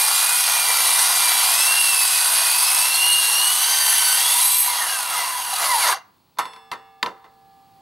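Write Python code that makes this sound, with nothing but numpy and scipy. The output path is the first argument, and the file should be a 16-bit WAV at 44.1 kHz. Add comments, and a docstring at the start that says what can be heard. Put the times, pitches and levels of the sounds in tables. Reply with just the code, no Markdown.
"""A circular saw screams close by, already cutting the thin sheet metal of a tank in a yard.
Its tones follow the tooth strike rate, and noise bursts at each bite shake sheet and blade; squeals and a flap join in.
The motor is switched off, the blade coasts down, and the slot pinches the slowing teeth to a grinding halt.
As the saw is put down it knocks on the tank in clusters of contacts, and the still blade rings on.
Behind it all lie scattered yard echoes, faint outdoor air and a thin high electronic whistle."""
import sys
import numpy as np
from scipy import signal
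from scipy.fft import rfft, irfft, next_fast_len
from scipy.io import wavfile
from scipy.ndimage import uniform_filter1d, minimum_filter1d, map_coordinates

SR = 44100
rng = np.random.default_rng(int(sys.argv[2]) if len(sys.argv) > 2 else 0)


def master(y):
    """Save y as 16-bit WAV."""
    cut = np.clip(np.atleast_2d(y).T, -1, 1)
    pcm = np.round(cut * 32767)  # scale
    wavfile.write(sys.argv[1], SR, pcm.astype(np.int16))


N = 344421

# The saw hitting the tank. Each row: time in seconds, boom in dB, crack in dB, contact hardness in Hz.
KNOCK_CONTACTS = [(6.371, -42, -49.5, 1000), (6.386, -15.5, -25, 15000), (6.391, -20, -27.5, 9000),
                  (6.454, -31, -31, 3000), (6.534, -47, -36, 2500), (6.562, -43.5, -40, 2000),
                  (6.715, -22, -22, 3200), (6.735, -44, -31, 1500), (7.028, -21.5, -8.5, 800),
                  (7.061, -23.5, -21, 900), (7.242, -42.5, -50.5, 1000)]
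OFF_S = 4.6  # the motor is switched off


def amp(db):
    """Decibels to gain."""
    return 10 ** (np.asarray(db) / 20)


def unit(x):
    """Scale to rms 1."""
    return x / np.sqrt(np.mean(x ** 2) + 1e-20)


def along(points, hz):
    """(Hz, value) points read on a log axis."""
    f, v = np.transpose(points)
    return np.interp(np.log(hz + 1), np.log(f + 1), v)


def curves(rows):
    """One value per sample for each column after the time."""
    s, *cols = np.transpose(rows)
    return [np.interp(np.arange(N) / SR, s, c) for c in cols]


def ramp(start, length):
    """Rises from 0 to 1 over length seconds."""
    return np.clip((np.arange(N) / SR - start) / length, 0, 1)


def wobble(rate):
    """A smooth random curve, rate knots a second."""
    knots = rng.standard_normal(int(N * rate / SR) + 4)
    return map_coordinates(knots, [np.arange(N) * rate / SR])


def filtered(x, response):
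    """x times a response of frequency."""
    m = next_fast_len(N + SR // 4)
    hz = np.fft.rfftfreq(m, 1 / SR)
    return irfft(rfft(x, m) * response(hz), m)[..., :N]


def resonances(modes, hz, between_db):
    """Gain of (Hz, width, dB) resonances standing on a bed of dense weaker ones."""
    power = amp(between_db) ** 2
    for centre, width, db in modes:
        power = power + amp(db) ** 2 / (1 + (2 * (hz - centre) / width) ** 2)
    return np.sqrt(power)


def rush(spectrum, drive=1, modes=(), between_db=0):
    """Random force of strength drive through a resonant body: stereo, rms 1."""
    # Each row: frequency in Hz, left-right likeness from 0 to 1.
    likeness = [(60, 1), (150, 0.69), (380, 0.86), (950, 0.91), (2380, 1), (5980, 1), (15000, 0.99)]

    def response(hz):
        turn = np.arccos(np.clip(along(likeness, hz), -1, 1)) / 2
        mid_side = np.array([np.cos(turn), np.sin(turn)])
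        return amp(along(spectrum, hz)) * resonances(modes, hz, between_db) * mid_side

    mid, side = filtered(drive * rng.standard_normal((2, N)), response)
    return unit(np.array([mid + side, mid - side]))


def fuzzy(phase, width_hz):
    """A randomly driven resonance: narrow noise of rms 1 around a running phase."""
    knots = rng.standard_normal((2, int(N * width_hz / SR) + 2))
    clock = np.arange(N) * width_hz / SR
    real, imag = [np.interp(clock, np.arange(len(k)), k) for k in knots]
    phase = (phase % (2 * np.pi)).astype(np.float32)
    return unit(real * np.cos(phase) + imag * np.sin(phase))


def tooth_rate():
    """Strikes per second: the blade works under power, coasts down against drag and is braked by the slot."""
    # Blade speed before coasting and braking. Each row: time in seconds, tooth strikes per second in Hz.
    powered_speed = [(0.0, 2408), (0.31, 2490), (0.5, 2459), (0.75, 2329), (0.92, 2349), (1.02, 2467),
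                     (1.41, 2292), (1.69, 2728), (1.82, 2786), (2.04, 2558), (2.5, 2483), (2.56, 2572),
                     (2.77, 2582), (3.09, 2856), (3.32, 2765), (3.71, 3116), (4.11, 3026), (4.39, 3640),
                     (4.42, 3904), (4.6, 4106)]
    drag_per_s, stop_s, brake_s = 1.18, 5.995, .115
    t = np.arange(N) / SR
    coast = np.exp(-drag_per_s * np.maximum(t - OFF_S, 0))
    # the pinch brakes the blade ever harder, to rest
    brake = 1 - np.exp(np.minimum(t - stop_s, 0) / brake_s)
    return curves(powered_speed)[0] * coast * brake


def cut_levels(tooth_hz):
    """The level in dB of each sound of the cut, from pressure, speed and the grip of the teeth."""
    # How hard the teeth are pressed into the sheet. Each row: time in seconds, pressure in dB.
    pressure = [(0, 1), (.6, -.5), (.85, 2), (1.4, 2), (1.9, -1), (2.75, -0.5), (3.1, -3), (4.1, -0.5),
                (4.41, 0), (4.47, -4.5), (4.6, -8), (4.7, 0), (5.07, -4), (5.16, 0), (5.45, -4.5),
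                (5.65, 2.5), (5.73, -2), (5.88, 7.5), (5.95, 3)]
    # How each sound follows the work. Each entry, by name: base level in dB, dB per dB of pressure,
    # dB per octave of speed, dB while coasting loose, ring-out t60 in seconds.
    laws = { "rattle": (-29.5, 1, 0, -.5, 0.29), "rasp": (-24, 0.8, 2.2, -4.3, 0.2),
            "hiss": (-19, 0.41, 3, -5.5, 0.12), "tooth": (-31.5, .5, 1.2, -11, .1),
            "octave": (-35.5, .4, 1.6, -11.5, 0.26), "overtones": (-41, .5, -4.5, -9, 0.14),
            "fan": (-40, 0.64, .6, 5, 0.03), "flap": (-44, 0.66, 0.8, .5, 0.25), }
    working_hz = 2600  # strike rate at which speed changes no level
    unload_s = .1  # the teeth lose their grip
    bind_s, bind_rise_s = 5.5, .2  # the slot begins to pinch the blade
    last_bite_s = 5.925  # from here the cut only rings out
    pressure_db, = curves(pressure)
    octaves = np.log2(np.maximum(tooth_hz / working_hz, 1 / 10))
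    loose = ramp(OFF_S, unload_s) - ramp(bind_s, bind_rise_s)
    idle_s = np.maximum(np.arange(N) / SR - last_bite_s, 0)
    levels = {}
    for name, (db, per_pressure, per_octave, loose_db, t60) in laws.items():
        worked_db = db + per_pressure * pressure_db + per_octave * octaves
        levels[name] = worked_db + loose_db * loose - 60 * idle_s / t60
    return levels


def blade_motion(count=40):
    """Tooth phase, turn phase, strike rate and sound levels of a blade with count teeth."""
    tooth_hz = tooth_rate()
    # nearly stalled, the blade jerks from tooth to tooth
    judder = .12 * ramp(start=5.84, length=.08) * wobble(260)
    unsteady = 1 + 0.002 * wobble(35) + judder
    tooth = 2 * np.pi * np.cumsum(tooth_hz * unsteady) / SR
    return tooth, tooth / count, tooth_hz, cut_levels(tooth_hz)


def singing(hz):
    """The lift in dB that the sheet gives a tone of this pitch."""
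    # The sheet sings out as a tone passes. Each row: centre in Hz, half width in Hz, lift in dB.
    singing_bands = [(952, 163, 19.5), (2010, 100, 12.5), (2810, 220, 10), (3295, 80, 8.5), (4780, 90, 5),
                     (5160, 90, 6), (6150, 170, 7)]
    return sum(db * np.exp(-((hz - centre) / width) ** 2) for centre, width, db in singing_bands)


def scream(tooth, turn, tooth_hz, levels):
    """The tones of the strike rate and of the motor fan, unsteady because no two bites are equal."""
    overtone_fall_db = 4  # from one overtone to the next
    chatter_start_s, chatter_end_s, chatter_fade_s, chatter_db = 3.42, 4.33, .24, -28
    radiate_hz = 580  # the sheet hardly radiates tones below this
    bent = tooth + 0.15 * np.sin(turn)  # the blade runs slightly out of true

    def partial(order, db, rough):
        tone = np.cos(order * bent) + rough * fuzzy(order * bent, width_hz=240)
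        flutter_db = 6.7 * rough * wobble(28) + 1.8 * wobble(9)
        return amp(db) * unit(tone * amp(flutter_db))

    teeth = partial(order=1, db=levels["tooth"] + singing(tooth_hz), rough=0.26)
    teeth += partial(order=2, db=levels["octave"] + singing(2 * tooth_hz), rough=.4)
    # a slowed blade strikes tooth by tooth, so its overtones grow
    for k in range(4):
        teeth += partial(order=3 + k, db=levels["overtones"] - overtone_fall_db * k, rough=.7)
    # every second tooth bites deeper
    chattering = ramp(chatter_start_s, chatter_fade_s)
    chattering = chattering - ramp(chatter_end_s - chatter_fade_s, chatter_fade_s)
    chatter = partial(order=1 / 2, db=chatter_db - 6.5, rough=.3)
    chatter += partial(order=3 / 2, db=chatter_db, rough=0.46)
    fan = partial(order=7 / 12, db=levels["fan"], rough=.45)  # geared to the blade
    tones = (teeth + chattering * chatter) * (1 + 0.05 * np.cos(turn)) + fan
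    return filtered(tones, lambda hz: hz ** 4 / np.hypot(hz ** 4, radiate_hz ** 4))


def blade_song(turn):
    """The spinning blade's modes, each swelling on its own."""
    # Waves running round the rim shift with its spin.
    # Each row: frequency at rest in Hz, Hz gained per turn a second, level in dB.
    rim_waves = [(7390, -1, -10), (8080, 0, -7), (8460, 1, -1), (9210, 1, -1), (9500, 2, -6), (9730, 2, -7),
                 (10020, 1, 0), (10240, 6.6, 1.5), (10990, 2, -7), (11370, 3, -7), (11460, 11, -4),
                 (12930, -5, -5), (13300, 1, -10)]
    clock = 2 * np.pi * np.arange(N) / SR
    song = np.zeros(N)
    for hz, shift, db in rim_waves:
        song += amp(db + 1.6 * wobble(5)) * fuzzy(hz * clock + shift * turn, width_hz=150)
    return unit(song)


def grind(tooth, turn, levels):
    """Each tooth tears off a chip; the bursts swell once a turn and shake sheet and blade."""
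    # Noise colours of the cut, low to high. Each row: frequency in Hz, density in dB per Hz.
    rattle_spectrum = [(35, -64.5), (60, -35.5), (233, -29.5), (401, -24.5), (487, -19), (567, -16.5),
                       (732, -4), (960, -2), (1200, -3.5), (1420, -5.5), (1650, -8.5), (2010, -7),
                       (2200, -11), (2860, -37.5), (4840, -120)]
    rasp_spectrum = [(900, -40), (1700, -9), (2300, -1.5), (3300, -1), (4500, 2), (5500, -2), (6500, -1.5),
                     (7100, -7.5), (8500, -35)]
    hiss_spectrum = [(5500, -34.5), (7000, -10.5), (7600, -7), (8200, 0.5), (9500, 1), (10400, -1),
                     (12200, -2.5), (13000, -7), (13700, -5), (14500, -12.5), (15600, -14.5)]
    # Resonances of the sheet beside the cut. Each row: frequency in Hz, width in Hz, level in dB.
    sheet_modes = [(335, 30, 1), (490, 30, -2), (780, 70, -4), (975, 80, 0), (1100, 60, -4),
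                   (1450, 120, -5), (2000, 110, -1), (2800, 100, 1), (3330, 130, 0), (3930, 150, -1),
                   (4600, 170, -1), (5650, 180, -2), (6490, 180, 0)]
    swell = unit(amp(0.44 * np.cos(turn) + 0.32 * np.cos(2 * turn) + 1.0 * wobble(300)))
    bite = (1 + 0.43 * np.cos(tooth)) * swell
    rattle_gain = amp(levels["rattle"] + 0.9 * wobble(22))
    rattle = rattle_gain * rush(rattle_spectrum, bite, sheet_modes, between_db=-2.5)
    rasp_gain = amp(levels["rasp"] + 0.7 * wobble(22))
    rasp = rasp_gain * rush(rasp_spectrum, bite, sheet_modes, between_db=-4.5)
    hiss_gain = amp(levels["hiss"] + 0.4 * wobble(16))
    chips = amp(-4) * rush(hiss_spectrum, bite)
    hiss = hiss_gain * (chips + amp(-3.5) * swell * blade_song(turn))
    return rattle + rasp + hiss


def flap_drone(level_db):
    """The cut-free flap of sheet hums at its own pitches and comes loose into a louder drone."""
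    # Each row: frequency in Hz, width in Hz, level in dB.
    flap_modes = [(985, 80, 0), (2800, 140, -6)]
    clock = 2 * np.pi * np.arange(N) / SR
    drone = np.zeros(N)
    for hz, width, db in flap_modes:
        drone += amp(db + 1.4 * wobble(14)) * fuzzy(hz * clock, width)
    rise_db = 10.5 * ramp(start=3.9, length=.5)
    return amp(level_db + rise_db) * drone


def squeals():
    """Steady narrow tones flare up and flutter during the cut."""
    # The one near 4274 Hz lies near one and a half times the tooth rate.
    # Each row: start in seconds, end in seconds, frequency in Hz, level in dB before the flutter.
    squeal_rows = [(0.2, .55, 8100, -35.5), (1.97, 2.68, 4605, -29.5), (1.9, 2.81, 10970, -29),
                   (2.848, 3.6, 4274, -31), (2.93, 3.514, 8520, -28.5), (4.3, 4.76, 11030, -26.5),
                   (4.413, 4.72, 12380, -25.5), (4.5, 4.697, 8250, -27.5), (5.58, 5.87, 10330, -30)]
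    t = np.arange(N) / SR
    out = np.zeros(N)
    for start, end, hz, db in squeal_rows:
        swell = np.clip(np.minimum(t - start, end - t) / 0.049, 0, 1)
        out += amp(db) * swell * fuzzy(2 * np.pi * hz * t, width_hz=130)
    return out * amp(2.02 * wobble(30) - 1.5)


def travelling(x, patchy_db):
    """As the saw travels it meets ever different dense modes of the sheet, which lift and sink narrow bands."""
    z = signal.stft(x, nperseg=1024)[2]
    field = uniform_filter1d(rng.standard_normal(z.shape[1:]), size=3, axis=0)
    field = uniform_filter1d(uniform_filter1d(field, size=16, axis=1), size=7, axis=1)
    patches = unit(amp(patchy_db * unit(field)))
    return signal.istft(z * patches, nperseg=1024)[1][:, :N]


def yard(x):
    """Scattered echoes from the things standing around, treble dying first."""
    # Each row: frequency in Hz, t60 in seconds.
    echo_decay = [(150, .6), (1000, 0.62), (4000, .35), (12000, .2)]
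    hz, t, z = signal.stft(rng.standard_normal((2, SR // 2)), SR, nperseg=256)
    fading = amp(-60 * t / along(echo_decay, hz)[:, None])
    tail = signal.istft(z * fading, SR, nperseg=256)[1]
    return signal.fftconvolve(x[None], tail / np.linalg.norm(tail[0]), axes=1)[:, :N]


def outdoor_air():
    """Faint outdoor air: steady shaped noise under a slow level curve."""
    # Each row: frequency in Hz, density in dB per Hz.
    air_spectrum = [(15, -48.5), (25, -18), (66, -2.5), (163, 3.5), (655, -11), (790, -2.5), (1000, -3.5),
                    (1580, -16.5), (3930, -14), (4380, -10.5), (5880, -22), (15000, -22)]
    # Each row: time in seconds, level in dB.
    air_level = [(6.0, -62.5), (6.3, -62.5), (7.0, -63.5), (7.8, -59)]
    return amp(curves(air_level)[0]) * rush(air_spectrum)


def dying(starts, levels_db, t60, attack):
    """Amplitude envelope of blows that rise and die away, their powers summed."""
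    t = np.arange(SR) / SR
    shape = amp(-60 * t / t60) * (1 - np.exp(-t / attack))
    power = np.zeros(N + SR)
    for s, db in zip(starts, levels_db):
        power[round(s * SR):][:SR] += (amp(db) * shape) ** 2
    return np.sqrt(power[:N])


def knocks():
    """Each blow cracks on the sheet, pushes its wide panel and sets the tank booming."""
    # Resonances of the tank. Each row: frequency in Hz, width in Hz, level in dB.
    tank_modes = [(440, 100, -24), (1005, 83, 2.5), (1310, 49, -1.5), (1540, 84, -7.5), (1806, 32, -2.5),
                  (2040, 45, -2.5), (2340, 30, -28), (2770, 90, -8.5), (3620, 29, 0.5), (4420, 140, -9)]
    # Noise colours of a blow. Each row: frequency in Hz, density in dB per Hz.
    thud_spectrum = [(40, -23.5), (130, -11.5), (260, -4.5), (450, 2.5), (700, -4), (1100, -17),
                     (2500, -42)]
    boom_spectrum = [(40, -16), (150, -6), (400, -3), (900, 8.5), (2000, 0.5), (5000, -7), (8000, -16),
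                     (15000, -27.5)]
    crack_spectrum = [(200, -28.5), (1500, 1.5), (2800, -3), (4300, 2), (5500, -9), (7000, -20),
                      (15000, -30)]
    splash_spectrum = [(2000, -31), (5000, 0), (9000, -3.5), (11600, 2), (13000, -7), (15500, -13.5)]
    s, boom_db, crack_db, hardness_hz = np.transpose(KNOCK_CONTACTS)
    hardness = np.log2(hardness_hz / 1000)  # octaves above 1 kHz
    thud_db = boom_db - 11 - 3.5 * hardness  # soft contacts push the panel more
    splash_db = crack_db - 28 + 7 * hardness  # hard contacts splash more
    thud = dying(s, thud_db, t60=0.24, attack=0.0041) * rush(thud_spectrum)
    boom = dying(s, boom_db, t60=0.16, attack=.0015) * rush(boom_spectrum, 1, tank_modes, between_db=-17)
    # the loose sheet trembles on
    trembling = dying(s, boom_db - 22.5, t60=0.71, attack=.02)
    shudder = trembling * rush(boom_spectrum, 1, tank_modes, between_db=-18.5)
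    crack = dying(s, crack_db, t60=0.019, attack=.0003) * rush(crack_spectrum)
    splash = dying(s, splash_db, t60=0.073, attack=.0005) * rush(splash_spectrum)
    return thud + boom + shudder + crack + splash


def blade_ring():
    """The knocks leave the stopped blade ringing like a bell; only hard contacts reach its high modes."""
    # Modes of the still blade. Each row: frequency in Hz, level in dB, t60 in seconds.
    blade_modes = [(450, -15.5, 2.45), (781, -11, 15), (1190, -17, 5.3), (1700, -18.5, 3.9),
                   (1860, -6, 0.49), (2180, -19, 1.8), (2664, -14, 1.5), (2850, -8, 0.69), (3480, -5, 0.93),
                   (4320, -7, 0.58), (5170, -15, .45), (5290, -11, 0.97), (8027, -7, 0.63),
                   (10120, -9, 0.63), (11460, -6, .25), (12700, -23, .22)]
    ring_db = -24  # against the boom
    s, boom_db, _, hardness_hz = np.transpose(KNOCK_CONTACTS)
    t = np.arange(N) / SR
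    ring = np.zeros(N)
    for hz, db, t60 in blade_modes:
        blows = np.zeros(N)
        blows[np.round(s * SR).astype(int)] = amp(boom_db + ring_db) ** 2 / (1 + (hz / hardness_hz) ** 4)
        energy = signal.lfilter([1], [1, -amp(-60 / (t60 * SR)) ** 2], blows)
        tone = np.sin(2 * np.pi * (hz * t + rng.random()))
        ring += amp(db + 1.5 * wobble(7)) * np.sqrt(energy) * tone
    return ring


def scene():
    """Saw and knocks in the yard, over faint outdoor air and a thin high electronic whistle."""
    tooth, turn, tooth_hz, levels = blade_motion()
    cutting = scream(tooth, turn, tooth_hz, levels) + grind(tooth, turn, levels)
    cutting = cutting + squeals() + flap_drone(levels["flap"])
    work = travelling(cutting, patchy_db=1.5) + knocks() + blade_ring()
    echoes = amp(-28.5) * yard(work.mean(axis=0))
    whistle = amp(-69.5) * np.sin(2 * np.pi * 15735 * np.arange(N) / SR)
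    return work + echoes + outdoor_air() + whistle


def record(dry):
    """The microphone's two ports differ a little in phase and level; a fast limiter and a band limit follow."""
    # Each row: frequency in Hz, phase in radians by which the left port leads.
    port_lead = [(0, 0), (340, -0.14), (1030, -0.38), (1640, -0.24), (2410, -0.56), (3620, -0.015),
                 (7490, 0.038), (8610, -0.53), (10300, -0.0), (15300, 0.0)]
    # Each row: frequency in Hz, left minus right level in dB.
    port_tilt = [(60, 0.0), (180, -3), (550, -1.5), (1650, 0), (4970, -0.5), (15000, 0)]
    ceiling, top_hz = .55, 15770  # peak amplitude the limiter aims for, band limit in Hz
    sides = np.array([[1], [-1]]) / 2  # each port takes half of the difference

    def port_response(hz):
        return amp(sides * along(port_tilt, hz)) * np.exp(1j * sides * along(port_lead, hz))

    ports = filtered(dry, port_response)
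    needed = np.minimum(1, ceiling / (np.abs(ports).max(axis=0) + 1e-9))
    gain = uniform_filter1d(minimum_filter1d(needed, size=65), size=65)
    return filtered(ports * gain, lambda hz: hz < top_hz)


dry = scene()
out = record(dry)
master(out)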